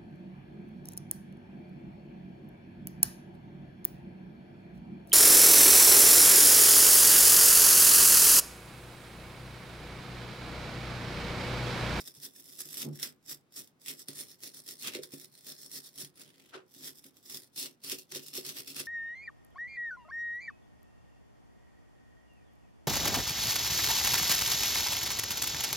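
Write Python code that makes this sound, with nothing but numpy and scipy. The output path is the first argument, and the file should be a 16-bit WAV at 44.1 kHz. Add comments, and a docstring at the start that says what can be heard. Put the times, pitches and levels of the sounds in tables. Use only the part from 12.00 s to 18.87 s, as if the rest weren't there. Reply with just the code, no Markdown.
"""A small stiff brush scrubs a wet miniature figure held down on a tray, close by in a small room.
Tufts of bristles catch on the figure's edges and flick free with a tick; pressing harder adds a rasp
and makes the tray thrum. Now and then the figure knocks or judders on the tray, and once something
scuffs across it. Short echoes and a faint background rumble surround the work, heard in stereo."""
import sys
import numpy as np
from scipy import signal
from scipy.fft import rfft, irfft, next_fast_len
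from scipy.io import wavfile
from scipy.ndimage import uniform_filter1d, map_coordinates

SR = 44100
rng = np.random.default_rng(int(sys.argv[2]) if len(sys.argv) > 2 else 0)


def bounce(signal):
    """Save signal as a 16-bit WAV file at the path given by the first command-line argument."""
    frames = np.transpose(np.atleast_2d(signal))
    limited = np.clip(frames, -1, 1)
    pcm = np.round(limited * 32767).astype(np.int16)
    wavfile.write(sys.argv[1], SR, pcm)


N = 302967


def amp(db):
    """Turn decibels into a gain to multiply by."""
    return 10 ** (np.asarray(db) / 20)


def rms(x):
    """The average strength of a signal (root mean square)."""
    return np.sqrt(np.mean(x ** 2))


def unit(x):
    """Scale a signal to an average strength of 1."""
    return x / np.sqrt(np.mean(x ** 2) + 1e-20)


def along(points, hz):
    """Read between the (frequency, value) rows of a table, on a log frequency axis."""
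    f, values = np.transpose(points)
    return np.interp(np.log(hz + 1), np.log(f + 1), values)


def filtered(x, response):
    """Multiply each frequency in x by response(frequency)."""
    size = next_fast_len(N + SR // 4)
    return irfft(rfft(x, size) * response(np.fft.rfftfreq(size, 1 / SR)), size)[..., :N]


def coloured(x, spectrum):
    """Give x a tone colour (a balance of lows and highs), at strength 1."""
    return unit(filtered(x, lambda hz: amp(along(spectrum, hz))))


def resonance(f, centre, width):
    """How something that rings at one pitch answers to frequency f."""
    return 1j * f * width / (centre ** 2 - f ** 2 + 1j * f * width)


def wobble(rate):
    """A smooth random curve through rate points a second."""
    points = rng.standard_normal(int(N * rate / SR) + 4)
    return map_coordinates(points, [np.arange(N) * rate / SR])


def swell(start, length, attack_s, release_s, growth_db=0):
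    """Gain of one touch: up 20 dB per attack_s, growing by growth_db, then down 20 dB per release_s."""
    t = np.arange(N) / SR - start
    rise = np.maximum(-t, 0) / attack_s
    fall = np.maximum(t - length, 0) / release_s
    still_to_grow = 1 - np.clip(t / length, 0, 1)
    return amp(np.maximum(-20 * (rise + fall) - growth_db * still_to_grow, -200))


# How alike left and right are: f/Hz, likeness (1 the same, 0 unrelated, -1 opposite)
STEREO_LIKENESS = [(100, 0.55), (300, 0.78), (500, 0.6), (900, 0.22), (2000, -0.14), (2700, -0.13),
                   (3500, 0.33), (4300, 0.19), (5200, 0.48), (6200, -0.3), (8200, -0.22), (9600, 0.16),
                   (11000, -0.054), (16000, 0.065)]
def noise_pair():
    """White noise that left and right partly share."""
    def shares(hz):
        angle = np.arccos(np.clip(along(STEREO_LIKENESS, hz), -1, 1)) / 2
        return np.array([np.cos(angle), np.sin(angle)])
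    mid, side = filtered(rng.standard_normal((2, N)), shares)
    return np.array([mid + side, mid - side])


def slips(rate, life_s, spread_db):
    """Spiky power of tiny random slips, rate a second, each building up and dying away; average 1."""
    sizes = amp(spread_db * np.clip(rng.standard_normal(N), -1.7, 1.7)) ** 2
    spikes = sizes * (rng.random(N) < rate / SR)
    fading = signal.lfilter([1], [1, -np.exp(-1 / (life_s * SR))], spikes)
    power = np.abs(uniform_filter1d(fading, int(life_s * SR) + 1))
    return power / power.mean()


def grainy(power, steady_s):
    """Noise that follows a spiky power; the hand keeps the average force even over steady_s."""
    average = np.abs(uniform_filter1d(power, int(steady_s * SR) + 1)) + 1e-9
    return noise_pair() * np.sqrt(power / average)


def drifting(x, depth_db=2.0):
    """The tone colour drifts at random as the tuft bends and meets new edges."""
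    spectrum = signal.stft(x, nperseg=512)[2]
    drift = rng.standard_normal(spectrum.shape[1:]) + rng.standard_normal(spectrum.shape) * 0.13
    drift = uniform_filter1d(drift, size=6, axis=1)  # smooth across frequency
    drift = uniform_filter1d(drift, size=16, axis=2)  # and across time
    return unit(signal.istft(spectrum * amp(depth_db * unit(drift)), nperseg=512)[1][:, :N])


# Brush strokes, with levels relative to each other:
# full contact t/s, time to rise 20 dB t/s, contact length t/s, hiss level/dB, rasp level/dB
BRUSH_STROKES = [ (0, .04, .008, -48, -62), (.066, .031, .011, -47, -63), (.152, .025, .018, -53, -72),
                 (.23, .041, .025, -44.5, -61), (.357, .046, .051, -53, -70.5),
                 (.448, .018, .103, -54, -70), (.596, .045, .012, -43.5, -60),
                 (.654, .043, .101, -48.5, -64), (.773, .043, .049, -40, -51), (.945, .04, .014, -55, -65),
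                 (1.02, .049, .043, -44, -50), (1.294, .038, .021, -42, -54.5),
                 (1.569, .037, .034, -44.5, -57.5), (1.808, .015, .038, -60.5, -76.5),
                 (1.884, .038, .022, -39.5, -50), (1.984, .046, .021, -50.5, -68),
                 (2.081, .017, .038, -54, -60.5), (2.177, .064, .036, -42, -55),
                 (2.278, .039, .04, -54.5, -69.5), (2.432, .04, .04, -45.5, -57),
                 (2.55, .035, .043, -50, -66), (2.68, .05, .04, -47, -60.5),
                 (2.804, .051, .034, -45.5, -67), (2.847, .024, .035, -46.5, -42),
                 (2.938, .045, .014, -47, -45.5), (3.031, .019, .008, -48, -66),
                 (3.129, .03, .008, -46.5, -58), (3.18, .035, .064, -53, -66.5),
                 (3.33, .047, .065, -61, -75), (3.472, .05, .045, -45, -57.5),
                 (3.587, .039, .073, -51, -69), (3.73, .055, .05, -44.5, -59.5),
                 (3.833, .025, .045, -53.5, -69.5), (3.99, .052, .03, -41.5, -55),
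                 (4.158, .02, .03, -62, -67), (4.197, .025, .025, -53, -60.5), (4.25, .025, .04, -64, -65),
                 (4.34, .07, .16, -70, -69), (4.742, .07, .06, -56.5, -70),
                 (4.832, .051, .05, -46.5, -53.5), (4.955, .038, .038, -58, -76),
                 (5.046, .04, .02, -56.5, -66.5), (5.158, .039, .024, -63.5, -74),
                 (5.256, .043, .01, -53, -69), (5.301, .034, .072, -44, -58),
                 (5.423, .029, .01, -55, -69.5), (5.573, .022, .058, -36.5, -56),
                 (5.625, .05, .037, -46, -52.5), (5.841, .022, .046, -44.5, -54.5),
                 (5.909, .041, .015, -36.5, -45.5), (5.981, .024, .008, -45.5, -68),
                 (6.12, .023, .051, -44, -49.5), (6.229, .028, .057, -51.5, -66),
                 (6.351, .041, .027, -38.5, -49.5), (6.459, .049, .04, -42.5, -51.5),
                 (6.565, .043, .035, -44, -51), (6.676, .04, .03, -45, -56.5),
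                 (6.762, .028, .04, -40.5, -48.5), (6.861, .026, .019, -48.5, -65)]
def strokes(bend_db=3, lift_s=.049):
    """Gains of hiss and rasp as each tuft lands, bends against the figure and slides off."""
    power = np.zeros((2, N))
    for start, landing, length, *db in BRUSH_STROKES:
        power += (amp(db)[:, None] * swell(start, length, landing, lift_s, bend_db)) ** 2
    return np.sqrt(power)


def brush(hiss_db=2.2, rasp_db=3, thrum_db=3, drag_db=-14.5, limit_db=-53.5,
          snap_rasp_db=-9, crowd_db=-43):
    """Single bristles tick in dense clumps as whole tufts catch and let go."""
    hiss, rasp = strokes()
    # a light touch crackles; a hard stroke lays down so many tufts that they merge
    tufts = .5 + hiss / amp(crowd_db) + slips(rate=150, life_s=.0009, spread_db=4)
    bristles = .5 + slips(rate=3600, life_s=.00044, spread_db=0.5)
    ridges = amp(1.3 * wobble(rate=45))  # the tips ride over ridges and hollows
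    snap = snaps()
    friction = amp(hiss_db) * hiss * ridges * grainy(tufts * bristles, steady_s=.03) + snap
    tips = figure(friction) * rms(friction)
    scrape = amp(rasp_db) * rasp * ridges * grainy(tufts, steady_s=.063) + amp(snap_rasp_db) * snap
    pressed = pressed_tuft(scrape)
    # the drag of the brush passes through the figure into the tray
    force = np.hypot(amp(thrum_db) * rasp, amp(drag_db) * hiss)
    force = force / np.sqrt(1 + (force / amp(limit_db)) ** 2)  # the gloved hand damps strong shoves
    thrum = tray(noise_pair() * force) * rms(force)
    return tips + pressed + thrum


# Tone colour of the bristle tips: f/Hz, relative level/dB
TIP_COLOUR = [(300, -23.5), (1200, -13.5), (2800, -52), (4000, -4.5), (7000, -0.5), (11000, -3.5),
              (16000, -2.5)]
# Pitches at which the figure rings: f/Hz, width f/Hz, left minus right level/dB,
# then relative level/dB when brushed at spot 0, at spot 1 and at spot 2
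FIGURE_RINGS = [(1830, 670, -14, -8.5, -8, -30), (2730, 570, -3, -11, -60, 3), (3600, 520, 9, 3.5, 0.5, 2),
                (4300, 610, 1, -7, 4.5, 5.5), (5320, 1000, -0.5, 8.5, 6.5, 7), (6400, 790, -11, -3, -8, -8),
                (7800, 1180, -12, 1.5, -3.5, -3.5), (9470, 1000, -2.5, 3.5, 6.5, 2),
                (10720, 1900, 2, 3, -1.5, -1), (12200, 1760, -7.5, 2, -1, 0.5),
                (14000, 2900, -16.5, -3.5, -7, -10)]
# Where the brush is on the figure: t/s, spot (0, 1 or 2)
BRUSH_PATH = [(0, 0), (2.0, 0), (2.08, 1), (2.79, 1), (2.83, 2), (2.97, 2), (3.01, 1), (4.1, 1), (4.7, 0),
              (5.4, 0), (5.52, 2), (6.87, 2)]
def figure(friction):
    """Bristle noise rings the figure; the spot being brushed decides which pitches stand out."""
    def response(f, spot):
        power = amp(along(TIP_COLOUR, f)) ** 2
        for hz, width, pan_db, *db in FIGURE_RINGS:
            gains = amp([[db[spot] + pan_db / 2], [db[spot] - pan_db / 2]])
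            power = power + gains ** 2 * np.abs(resonance(f, hz, width)) ** 4
        return unit(np.sqrt(power))
    position = np.interp(np.arange(N) / SR, *np.transpose(BRUSH_PATH))
    ringing = np.zeros((2, N))
    for spot in range(3):
        nearness = np.maximum(0, 1 - abs(position - spot))
        ringing += filtered(friction * nearness, lambda f: response(f, spot))
    return drifting(ringing)


# Tone colour of the rasp: f/Hz, relative level/dB
RASP_COLOUR = [(200, -32), (600, -16), (950, -10.5), (1600, -5.5), (2000, -1.5), (2500, -2.5), (3300, 0.5),
               (5000, -4.5), (9000, -11), (16000, -18)]
def pressed_tuft(scrape):
    """A tuft pressed hard rasps, lower in tone than the hiss of its tips."""
    return drifting(coloured(scrape, RASP_COLOUR)) * rms(scrape)


# Low pitches at which the tray rings: f/Hz, width f/Hz (wider dies sooner), relative level/dB
TRAY_RINGS = [(142.2, 11.2, 3.5), (211, 56, -6.5), (269.4, 33, 3.5), (368.5, 24.3, 0.5),
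              (428.4, 41.5, -4.5), (508, 30, -8), (591, 44, -11.5)]
# The tray sits a little to the right: left level/dB, right level/dB
TRAY_BALANCE = [
    [-1],
    [-0.5],
]
def tray(force):
    """A shaking force makes the tray thrum at its own low pitches."""
    def response(f):
        return sum((-1) ** k * amp(db) * resonance(f, hz, width)
                   for k, (hz, width, db) in enumerate(TRAY_RINGS))
    return unit(filtered(force, response)) * amp(TRAY_BALANCE)


# Tone colour of the quiet room: f/Hz, relative level/dB
BACKGROUND_COLOUR = [(20, -20), (55, -4), (140, 8.5), (300, 4), (600, -3), (1200, -7.5), (4000, -16.5),
                     (16000, -29)]
def background(level_db=-71):
    """A faint, steady rumble fills the room."""
    return amp(level_db) * coloured(noise_pair(), BACKGROUND_COLOUR)


# The figure knocks on the tray: t/s, relative level/dB, favoured pitch f/Hz
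FIGURE_KNOCKS = [(0.174, -48, 142), (0.653, -41, 267), (2.087, -32, 250), (2.2, -39, 260),
                 (2.873, -34, 287), (2.949, -28, 350), (2.964, -29, 380), (2.985, -27.5, 410),
                 (3.13, -29.5, 268), (3.163, -41, 264), (4.03, -43, 137), (4.546, -35, 386),
                 (4.564, -35.5, 383), (4.758, -44, 252), (5.052, -43, 280), (5.922, -30.5, 356),
                 (6.121, -39.5, 350), (6.157, -28, 330), (6.377, -29, 372), (6.8, -31.5, 328)]
def knocks(gain_db=-1, attack_s=.0055, focus_db_per_octave=16):
    """Soft knocks ring the tray; the grip favours the tray's pitches near one frequency."""
    t = np.arange(SR // 3) / SR
    ring_hz, width, _ = np.transpose(TRAY_RINGS)
    fades = np.exp(-np.pi * width[:, None] * t) * (1 - np.exp(-(t / attack_s) ** 2))
    phases = rng.random((len(FIGURE_KNOCKS), len(TRAY_RINGS)))
    out = np.zeros(N + SR)
    for (start, db, hz), phase in zip(FIGURE_KNOCKS, phases):
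        share = amp(-focus_db_per_octave * np.abs(np.log2(ring_hz / hz)))
        rings = fades * np.sin(2 * np.pi * (ring_hz[:, None] * t + phase[:, None]))
        out[round(start * SR):][:len(t)] += amp(db + gain_db) * share @ rings / np.linalg.norm(share)
    return out[:N] * amp(TRAY_BALANCE)


# Tufts snap off an edge: t/s, relative level/dB before the loudest are softened
TUFT_SNAPS = [(0.234, -38), (0.589, -41), (0.6048, -30.5), (0.742, -32), (0.7704, -30), (0.9974, -36),
              (1.0287, -18), (1.523, -51), (1.674, -49), (1.8605, -35), (1.8822, -27.5), (2.0843, -29),
              (2.196, -41), (2.4351, -35.5), (2.6881, -32.5), (2.847, -37), (2.8723, -26), (3.034, -34),
              (3.205, -45), (4.0467, -35), (4.7472, -46), (5.297, -37), (5.345, -31), (5.5607, -40),
              (5.9177, -25.5), (6.1587, -28.5), (6.763, -31.5), (6.796, -30)]
def snaps(gain_db=-4, tick_s=.012, trail_db=-11, trail_s=.11, limit_db=-29):
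    """A tuft springs off an edge with a sharp tick, and a few bristles trail after it."""
    t = np.arange(SR // 10) / SR
    tick = amp(-60 * t / tick_s) * (1 - np.exp(-t / .0003))
    trail = amp(trail_db - 60 * t / trail_s)
    bursts = np.zeros(N + SR)
    for start, db in TUFT_SNAPS:
        bursts[round(start * SR):][:len(t)] += amp(db + gain_db) * (tick + trail)
    limit = amp(limit_db)  # bristles bend away under a hard blow
    return noise_pair() * limit * np.tanh(bursts[:N] / limit)


# The held figure judders: start t/s, length t/s, relative boom level/dB, chatter level/dB
FIGURE_JUDDERS = [(0.868, .05, -38, -38.5), (1.038, .03, -62, -66)]
# Tone colour of the chatter: f/Hz, relative level/dB
CHATTER_COLOUR = [(88, -42), (150, -32), (216, -1.5), (354, -6), (757, -29), (963, -27.5), (1500, -43),
                  (1950, -79), (3300, -120)]
def judder(rate_hz=145, boom_db=-.5, unsteady=.0635, chatter_share=.23):
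    """Sticking and slipping lock onto the tray's lowest pitch; uneven chatter leads in, then fades."""
    boom_gain = chatter_gain = 0
    for start, length, low_db, chatter_db in FIGURE_JUDDERS:
        boom_gain += amp(low_db + boom_db) * swell(start, length, attack_s=.031, release_s=.059)
        chatter_length = chatter_share * length
        chatter_gain += amp(chatter_db) * swell(start, chatter_length, attack_s=.06, release_s=.071)
    waver = unit(uniform_filter1d(rng.standard_normal(N), size=600))
    pitch_hz = rate_hz * (1 + unsteady * waver)
    boom = boom_gain * np.sqrt(2) * np.sin(2 * np.pi * np.cumsum(pitch_hz) / SR)
    chatter = chatter_gain * coloured(noise_pair(), CHATTER_COLOUR)
    return (boom + chatter) * amp(TRAY_BALANCE)


# Tone colour of the scuff: f/Hz, relative level/dB
SCUFF_COLOUR = [(180, -42), (300, -10), (374, -14), (572, -12.5), (1110, -11), (1510, -5), (1670, -14),
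                (2960, -14.5), (10000, -33), (15000, -44), (22000, -120)]
def scuff(start_s=4.54, length_s=.012, level_db=-45.5):
    """Something slides briefly on the tray; its tiny slips blur into a dull rub."""
    gain = amp(level_db) * swell(start_s, length_s, attack_s=.017, release_s=.056)
    rub = grainy(.5 + slips(rate=600, life_s=.001, spread_db=3), steady_s=.02)
    return gain * coloured(rub, SCUFF_COLOUR)


# How long the room rings: f/Hz, time to fade by 60 dB t/s
ROOM_FADE = [(150, 0.24), (500, 0.31), (3000, 0.14), (8000, 0.034), (16000, 0.028)]
def room(x, tail_db=-13, near_db=-11, echoes=6):
    """Close echoes off the table and its bottles, then a short blurred tail, different on each side."""
    hz, t, spectrum = signal.stft(rng.standard_normal((2, SR // 2)), SR, nperseg=256)
    fade = amp(-60 * t / along(ROOM_FADE, hz)[:, None])
    tail = signal.istft(spectrum * fade, SR, nperseg=256)[1]
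    tail = np.pad(tail / np.linalg.norm(tail[0]), ((0, 0), (SR // 300, 0)))  # arrives a moment later
    delays_s = rng.uniform(.001, .006, (echoes, 2, 1))
    def bounces(f):
        delayed = np.exp(-2j * np.pi * f * delays_s).sum(axis=0) / np.sqrt(echoes)
        return delayed * f / np.hypot(f, 1000)  # small things only throw back the treble
    near = filtered(x, bounces)
    far = signal.fftconvolve(x, tail, axes=1)[:, :N]
    return x + amp(near_db) * near + amp(tail_db) * far


def scene():
    """The work at the table with its echoes, over the faint background."""
    return room(brush() + knocks() + judder() + scuff()) + background()


def record(dry, bass_hz=55, top_hz=15850):
    """Thin the deep bass and keep nothing above top_hz."""
    return filtered(dry, lambda hz: (hz < top_hz) * hz ** 2 / np.hypot(hz ** 2, bass_hz ** 2))


dry = scene()
out = record(dry)
bounce(out)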